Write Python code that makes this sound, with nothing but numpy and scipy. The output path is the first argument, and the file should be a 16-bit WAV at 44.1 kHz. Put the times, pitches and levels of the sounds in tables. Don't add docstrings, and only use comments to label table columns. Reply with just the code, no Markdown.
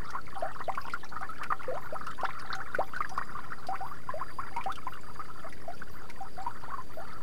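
import sys
import numpy as np
from scipy import signal
from scipy.fft import rfft, irfft
from scipy.io import wavfile
from scipy.ndimage import uniform_filter1d

SR = 44100
rng = np.random.default_rng(int(sys.argv[2]) if len(sys.argv) > 2 else 0)


def wav_out(sig):
    wavfile.write(sys.argv[1], SR, np.round(np.clip(np.atleast_2d(sig).T, -1, 1) * 32767).astype(np.int16))


N = 318402
TIME = np.arange(N) / SR


def undb(db):
    return 10 ** (np.asarray(db) / 20)


def level(x, db):
    return x * undb(db) / np.sqrt(np.mean(x ** 2))


def automation(table, column):
    rows = np.array(table)
    return np.interp(TIME, rows[:, 0], rows[:, column])


def equalise(x, points, size=8192):
    hz, db = np.transpose(points)
    bin_hz = np.arange(size // 2 + 1) * SR / size
    gain = undb(np.interp(np.log(bin_hz + 1), np.log(hz), db))
    cepstrum = irfft(np.log(gain))
    cepstrum[1:size // 2] *= 2
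    cepstrum[size // 2 + 1:] = 0
    impulse = irfft(np.exp(rfft(cepstrum)))
    return signal.fftconvolve(x, impulse)[:N]


def drift(rate_hz):
    hold = max(int(SR / rate_hz), 1)
    steps = rng.standard_normal(N)[np.arange(N) // hold]
    return level(uniform_filter1d(uniform_filter1d(steps, hold), hold), 0)


def add(out, start_s, sound):
    start = int(np.clip(start_s * SR, 0, len(out)))
    out[start:start + len(sound)] += sound[:len(out) - start]


def high_flicker(level_db=-66, period_s=1.025, first_s=.78, length_s=.075):
    band = signal.butter(4, [11800, 15000], "band", fs=SR, output="sos")
    hiss = signal.sosfilt(band, rng.standard_normal(N))
    gate = (TIME - first_s) % period_s < length_s
    return level(hiss, level_db) * gate


# time in seconds, pitch in Hz, level of the fundamental in dB.
CAMERA_WHINE = [(0, 4645, -72.5), (2.6, 4680, -69), (3.05, 4812, -67), (7.2, 4650, -67.5)]

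def camera(frame_hz=30, duty=.75, harmonic_db=-6.0, wander=0.015, buzz_db=-59):
    frame, frame_phase = np.divmod(TIME * frame_hz, 1)
    pitch = automation(CAMERA_WHINE, 1) * (1 + wander * (drift(550) + drift(40) / 2))
    phase = 2 * np.pi * np.cumsum(pitch) / SR
    gate = uniform_filter1d(1. * (frame_phase < duty), size=100) * undb(2.15 * drift(20))
    whine = sum(level(gate * np.sin((k + 1) * phase), k * harmonic_db) for k in range(3))
    whine *= undb(automation(CAMERA_WHINE, 2))
    ticks = np.diff(frame, prepend=0)
    buzz = signal.sosfilt(signal.butter(2, [70, 220], "band", fs=SR, output="sos"), ticks)
    return whine + level(buzz, buzz_db)


# frequency in Hz, relative gain in dB.
WASH_EQ = [(25, -2.5), (110, -6.5), (260, -11), (430, -11), (800, -19.5), (1500, -22), (2600, -30),
           (4600, -34), (7000, -35.5), (15500, -39)]

def wash(level_db=-51):
    return level(equalise(rng.standard_normal(N), WASH_EQ), level_db)


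def banks(x, tail_db=-16, t60_s=0.091, build_s=0.011, notch_hz=855, notch_q=12):
    t = np.arange(SR // 4) / SR
    impulse = rng.standard_normal(len(t)) * undb(-60 * t / t60_s) * (1 - np.exp(-t / build_s))
    impulse *= undb(tail_db) / np.linalg.norm(impulse)
    impulse[0] = 1
    with_tail = signal.fftconvolve(x, impulse)[:N]
    return signal.lfilter(*signal.iirnotch(notch_hz, notch_q, fs=SR), with_tail)


# pitch in Hz, Q, gain of the added ring in dB.
STONE_GAPS = [(775, 46, 2.5), (1099, 47, -7.5)]

def stones(x):
    rings = (undb(db) * signal.lfilter(*signal.iirpeak(hz, q, fs=SR), x) for hz, q, db in STONE_GAPS)
    return x + sum(rings)


def droplet(hz, ring_db, slap_db, decay_s=0.0066, q=4.3):
    t = np.arange(SR // 25) / SR
    slap = rng.standard_normal(len(t)) * np.exp(-t / decay_s) * -np.expm1(-t / decay_s * 5)
    cavity = signal.iirpeak(min(hz, SR / 3), q, fs=SR)
    ring = signal.lfilter(*cavity, signal.lfilter(*cavity, slap))
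    return level(ring, ring_db) + level(slap, slap_db)


def bubble(hz, rise, life_s, quiver_depth=0.046, scoop_depth=0.47, scoop_cycles=1.08, attack_cycles=.62):
    t = np.arange(int(2 * life_s * SR) + 2) / SR
    age, cycles = t / life_s, t * hz
    freedom = np.clip(rise - 1, 0, 1)
    quiver = quiver_depth * np.interp(0.339 * cycles, np.arange(64), rng.standard_normal(64))
    scoop = freedom * scoop_depth * np.exp(-cycles / scoop_cycles)
    glide = 1 + (rise - 1) * np.tanh(.75 * age ** 2.505)
    pitch = hz * glide * (1 + quiver - scoop)
    ring = np.sin(2 * np.pi * (np.cumsum(pitch) / SR + rng.random()))
    attack = -np.expm1(-cycles / attack_cycles)
    decay = np.exp(-2 * age ** 1.59)
    surface_swell = 0.6 * freedom * np.exp(-((age - 1) / 0.34) ** 2)
    burst_cutoff = np.exp(-(age / 1.23) ** 8)
    return ring * attack * (decay + surface_swell) * burst_cutoff


def fizz(low_hz=4200, high_hz=11000, life_s=0.0093, soft_db=-65, range_db=15, count=130):
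    out = np.zeros(N)
    for when, pitch, force in rng.random((count, 3)):
        ping = bubble(low_hz * (high_hz / low_hz) ** pitch, 1, life_s)
        add(out, when * N / SR, undb(soft_db + range_db * force ** 2) * ping)
    return out


# time in seconds, babble level in dB, spray level in dB.
FLOW_LEVELS = [(0, -45.5, -64), (1, -43.5, -57), (1.7, -45.5, -68.5), (2.4, -45.5, -59.5), (3.5, -51, -66),
               (4.6, -46.5, -68.5), (5.4, -50.5, -67), (7.2, -51.5, -69.5)]
# frequency in Hz, gain in dB.
SPRAY_EQ = [(900, -13), (2300, -1), (5200, 1.5), (7000, -8), (10500, -7.5), (15000, -22)]

def spray(centre_hz=3200, spread=0.375, slap_db=-3, scatter_db=3.0, flurry_db=2.5, count=560):
    out = np.zeros(N)
    for when, (pitch, force) in zip(rng.random(count), np.clip(rng.standard_normal((count, 2)), -2, 2)):
        ring_db = scatter_db * force
        add(out, when * N / SR, droplet(centre_hz * np.exp(spread * pitch), ring_db, ring_db + slap_db))
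    flurries = undb(flurry_db * drift(rate_hz=18))
    return level(equalise(out, SPRAY_EQ) * flurries, 0) * undb(automation(FLOW_LEVELS, 2))


# start in seconds, ring level in dB, ring pitch in Hz, slap level in dB.
CLOSE_DROPS = [(0.104, -61, 5900, -50.5), (0.7486, -49, 2420, -53), (0.8966, -48.5, 2170, -53),
               (0.935, -62, 7500, -52), (1.4332, -46, 2390, -45.5), (1.63, -54, 2360, -57),
               (2.066, -58.5, 2760, -49.5), (2.2098, -60, 2760, -52), (2.3027, -48, 2120, -65),
               (2.395, -60, 4730, -52), (2.5276, -44.5, 4100, -58), (2.55, -52.5, 6630, -48.5),
               (2.7505, -56, 2340, -51.5), (2.9615, -62, 4260, -52.5), (3.0917, -55, 5800, -50.5),
               (3.1742, -65, 4680, -51), (3.6682, -57.5, 4700, -49), (3.7547, -49.5, 2240, -59),
               (4.563, -46, 2300, -51.5), (4.609, -46.5, 2280, -66), (4.638, -54, 2800, -50),
               (4.7194, -55, 3550, -48), (4.7548, -53, 2960, -50), (4.933, -55.5, 2870, -60),
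               (5.5242, -47.5, 1880, -56), (6.098, -50.5, 2200, -50)]

def splashes():
    out = np.zeros(N)
    for start_s, ring_db, hz, slap_db in CLOSE_DROPS:
        add(out, start_s, droplet(hz, ring_db, slap_db))
    return equalise(out, SPRAY_EQ)


# frequency in Hz, relative gain in dB.
HOLLOW_EQ = [(350, 3.5), (750, 1), (1100, -1), (1420, 4.5), (1580, -5.5), (1750, -1), (2400, -6),
             (4000, -27), (10000, -26)]

def babble(centre_hz=1400, spread=0.2418, cycles=13, scatter_db=2.0, bend=0.059, lag_s=.007, spills=420):
    out = np.zeros(N)
    for when, cluster in zip(rng.random(spills), np.clip(rng.standard_normal((spills, 3, 5)), -2, 2)):
        for force, pitch, sustain, lag, lift in cluster:
            hz = centre_hz * np.exp(spread * pitch)
            rise = np.exp(bend * (lift + .5))
            life_s = cycles * np.exp(.5 * sustain) / hz
            add(out, when * N / SR + lag_s * lag, undb(scatter_db * force) * bubble(hz, rise, life_s))
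    jostle = undb(1.5 * drift(400))
    return level(equalise(out * jostle, HOLLOW_EQ), 0) * undb(automation(FLOW_LEVELS, 1))


# start in seconds, pitch before the climb in Hz,
# life in seconds, climb (0 held under a stone, 1 rising freely, more if swept up), gain in dB.
BIG_BUBBLES = [(0.15, 1035, 0.016, 0.48, -24.5), (0.355, 788, 0.05, 0.38, -34.5),
               (0.423, 694, 0.029, 0.2, -25.5), (0.448, 642, 0.045, 0.19, -35),
               (0.605, 1100, 0.01, 1.42, -28.5), (0.68, 627, 0.019, 0.73, -22.5),
               (0.775, 1102, 0.011, 1.1, -24), (0.881, 1030, 0.0061, 1, -28),
               (0.936, 1384, 0.026, 0.25, -26), (1.209, 1190, 0.015, 0.52, -33.5),
               (1.212, 756, 0.026, 0.25, -35.5), (1.29, 1260, 0.045, 0.43, -33.5),
               (1.413, 1172, 0.021, 0.97, -28), (1.503, 1256, 0.018, 0.54, -23),
               (1.522, 1110, 0.007, 0.3, -14.5), (1.68, 527, 0.047, 0.25, -27.5),
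               (1.724, 533, 0.055, 0.65, -31.5), (1.924, 587, 0.033, 0.72, -30.5),
               (1.963, 1267, 0.022, 0.024, -32), (2.01, 1210, 0.0078, 0.74, -27.5),
               (2.068, 1307, 0.021, 0.088, -30.5), (2.189, 1020, 0.042, 0.88, -33.5),
               (2.233, 843, 0.023, 1.46, -23), (2.288, 1020, 0.009, 0.14, -27),
               (2.503, 1376, 0.014, 0.67, -24), (2.53, 1160, 0.011, 1.64, -26),
               (2.55, 768, 0.098, 0.05, -42.5), (2.603, 1310, 0.016, 1.24, -29),
               (2.747, 1480, 0.0094, 0, -20), (2.786, 612, 0.027, 0.66, -21.5),
               (2.935, 1366, 0.016, 0.65, -28.5), (2.962, 1444, 0.021, 0.36, -28),
               (3.005, 1162, 0.014, 0.25, -17.5), (3.047, 1660, 0.0092, 0.33, -26),
               (3.114, 780, 0.03, 0, -38.5), (3.177, 1120, 0.013, 0.79, -20.5),
               (3.213, 1280, 0.012, 1.27, -27.5), (3.351, 1170, 0.031, 0.38, -31.5),
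               (3.388, 980, 0.011, 0, -32), (3.52, 1415, 0.013, 0.91, -26), (3.686, 710, 0.045, 0.39, -27),
               (3.742, 1144, 0.017, 0.86, -28.5), (3.806, 749, 0.06, 0.82, -33),
               (3.912, 1160, 0.03, 0.74, -36), (4.09, 1026, 0.015, 0.12, -23),
               (4.138, 599, 0.046, 0.22, -31), (4.212, 1004, 0.022, 0.79, -27),
               (4.386, 1020, 0.021, 0.87, -25.5), (4.563, 946, 0.041, 0.072, -25.5),
               (4.66, 827, 0.053, 1.15, -28), (4.868, 970, 0.017, 0.14, -26.5),
               (5.194, 1237, 0.028, 0.37, -30.5), (5.443, 645, 0.026, 0.26, -36),
               (5.679, 669, 0.04, 0.15, -31), (5.819, 1410, 0.0086, 0.46, -29),
               (6.204, 774, 0.032, 0.082, -36), (6.377, 725, 0.06, 0.4, -35.5),
               (6.464, 955, 0.036, 0.0, -25.5), (6.636, 960, 0.014, 0.7, -31),
               (6.681, 857, 0.031, 1.34, -36.5), (6.718, 1017, 0.02, 0.93, -33.5),
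               (6.738, 1127, 0.015, 0.45, -27.5), (6.782, 1025, 0.041, 0, -35),
               (6.971, 656, 0.062, 0.4, -36)]

def gurgles(octave_hz=782, shard_db=-11.5, shard_hz=1450, shard_life_s=0.0038, froth_db=-20.5):
    big, shards = np.zeros(N), np.zeros(N)
    for start_s, hz, life_s, climb, db in BIG_BUBBLES:
        rise = 1 + climb * (octave_hz / hz) ** 1.48
        add(big, start_s, undb(db) * bubble(hz, rise, life_s))
        for when, pitch, sustain in rng.random((3, 3)):
            shard = bubble(shard_hz * 2 ** (pitch - .5), 1.05, shard_life_s * (.5 + sustain))
            add(shards, start_s + life_s * (.5 + when), undb(db + shard_db) * shard)
    envelope = np.abs(signal.hilbert(big))
    froth = level(equalise(rng.standard_normal(N), HOLLOW_EQ), froth_db) * envelope
    wobble = undb(1.7 * drift(300))
    return big * wobble + shards + froth


def lulls(duck_db=-5, closing_s=0.016):
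    closing = np.zeros(N)
    for start_s, *_ in BIG_BUBBLES:
        add(closing, start_s - 1.7 * closing_s, np.hanning(int(closing_s * SR)))
    return undb(duck_db * np.minimum(closing, 1))


def scene():
    water = gurgles() + babble() * lulls() + spray() + fizz() + splashes()
    return (banks(stones(water)) + wash() + camera() + high_flicker())[None]


def record(dry, top_hz=15900, dc_offset=-.0485):
    lowpass = signal.ellip(10, .1, 70, top_hz, fs=SR, output="sos")
    return signal.sosfilt(lowpass, dry) + dc_offset


dry = scene()
out = record(dry)
wav_out(out)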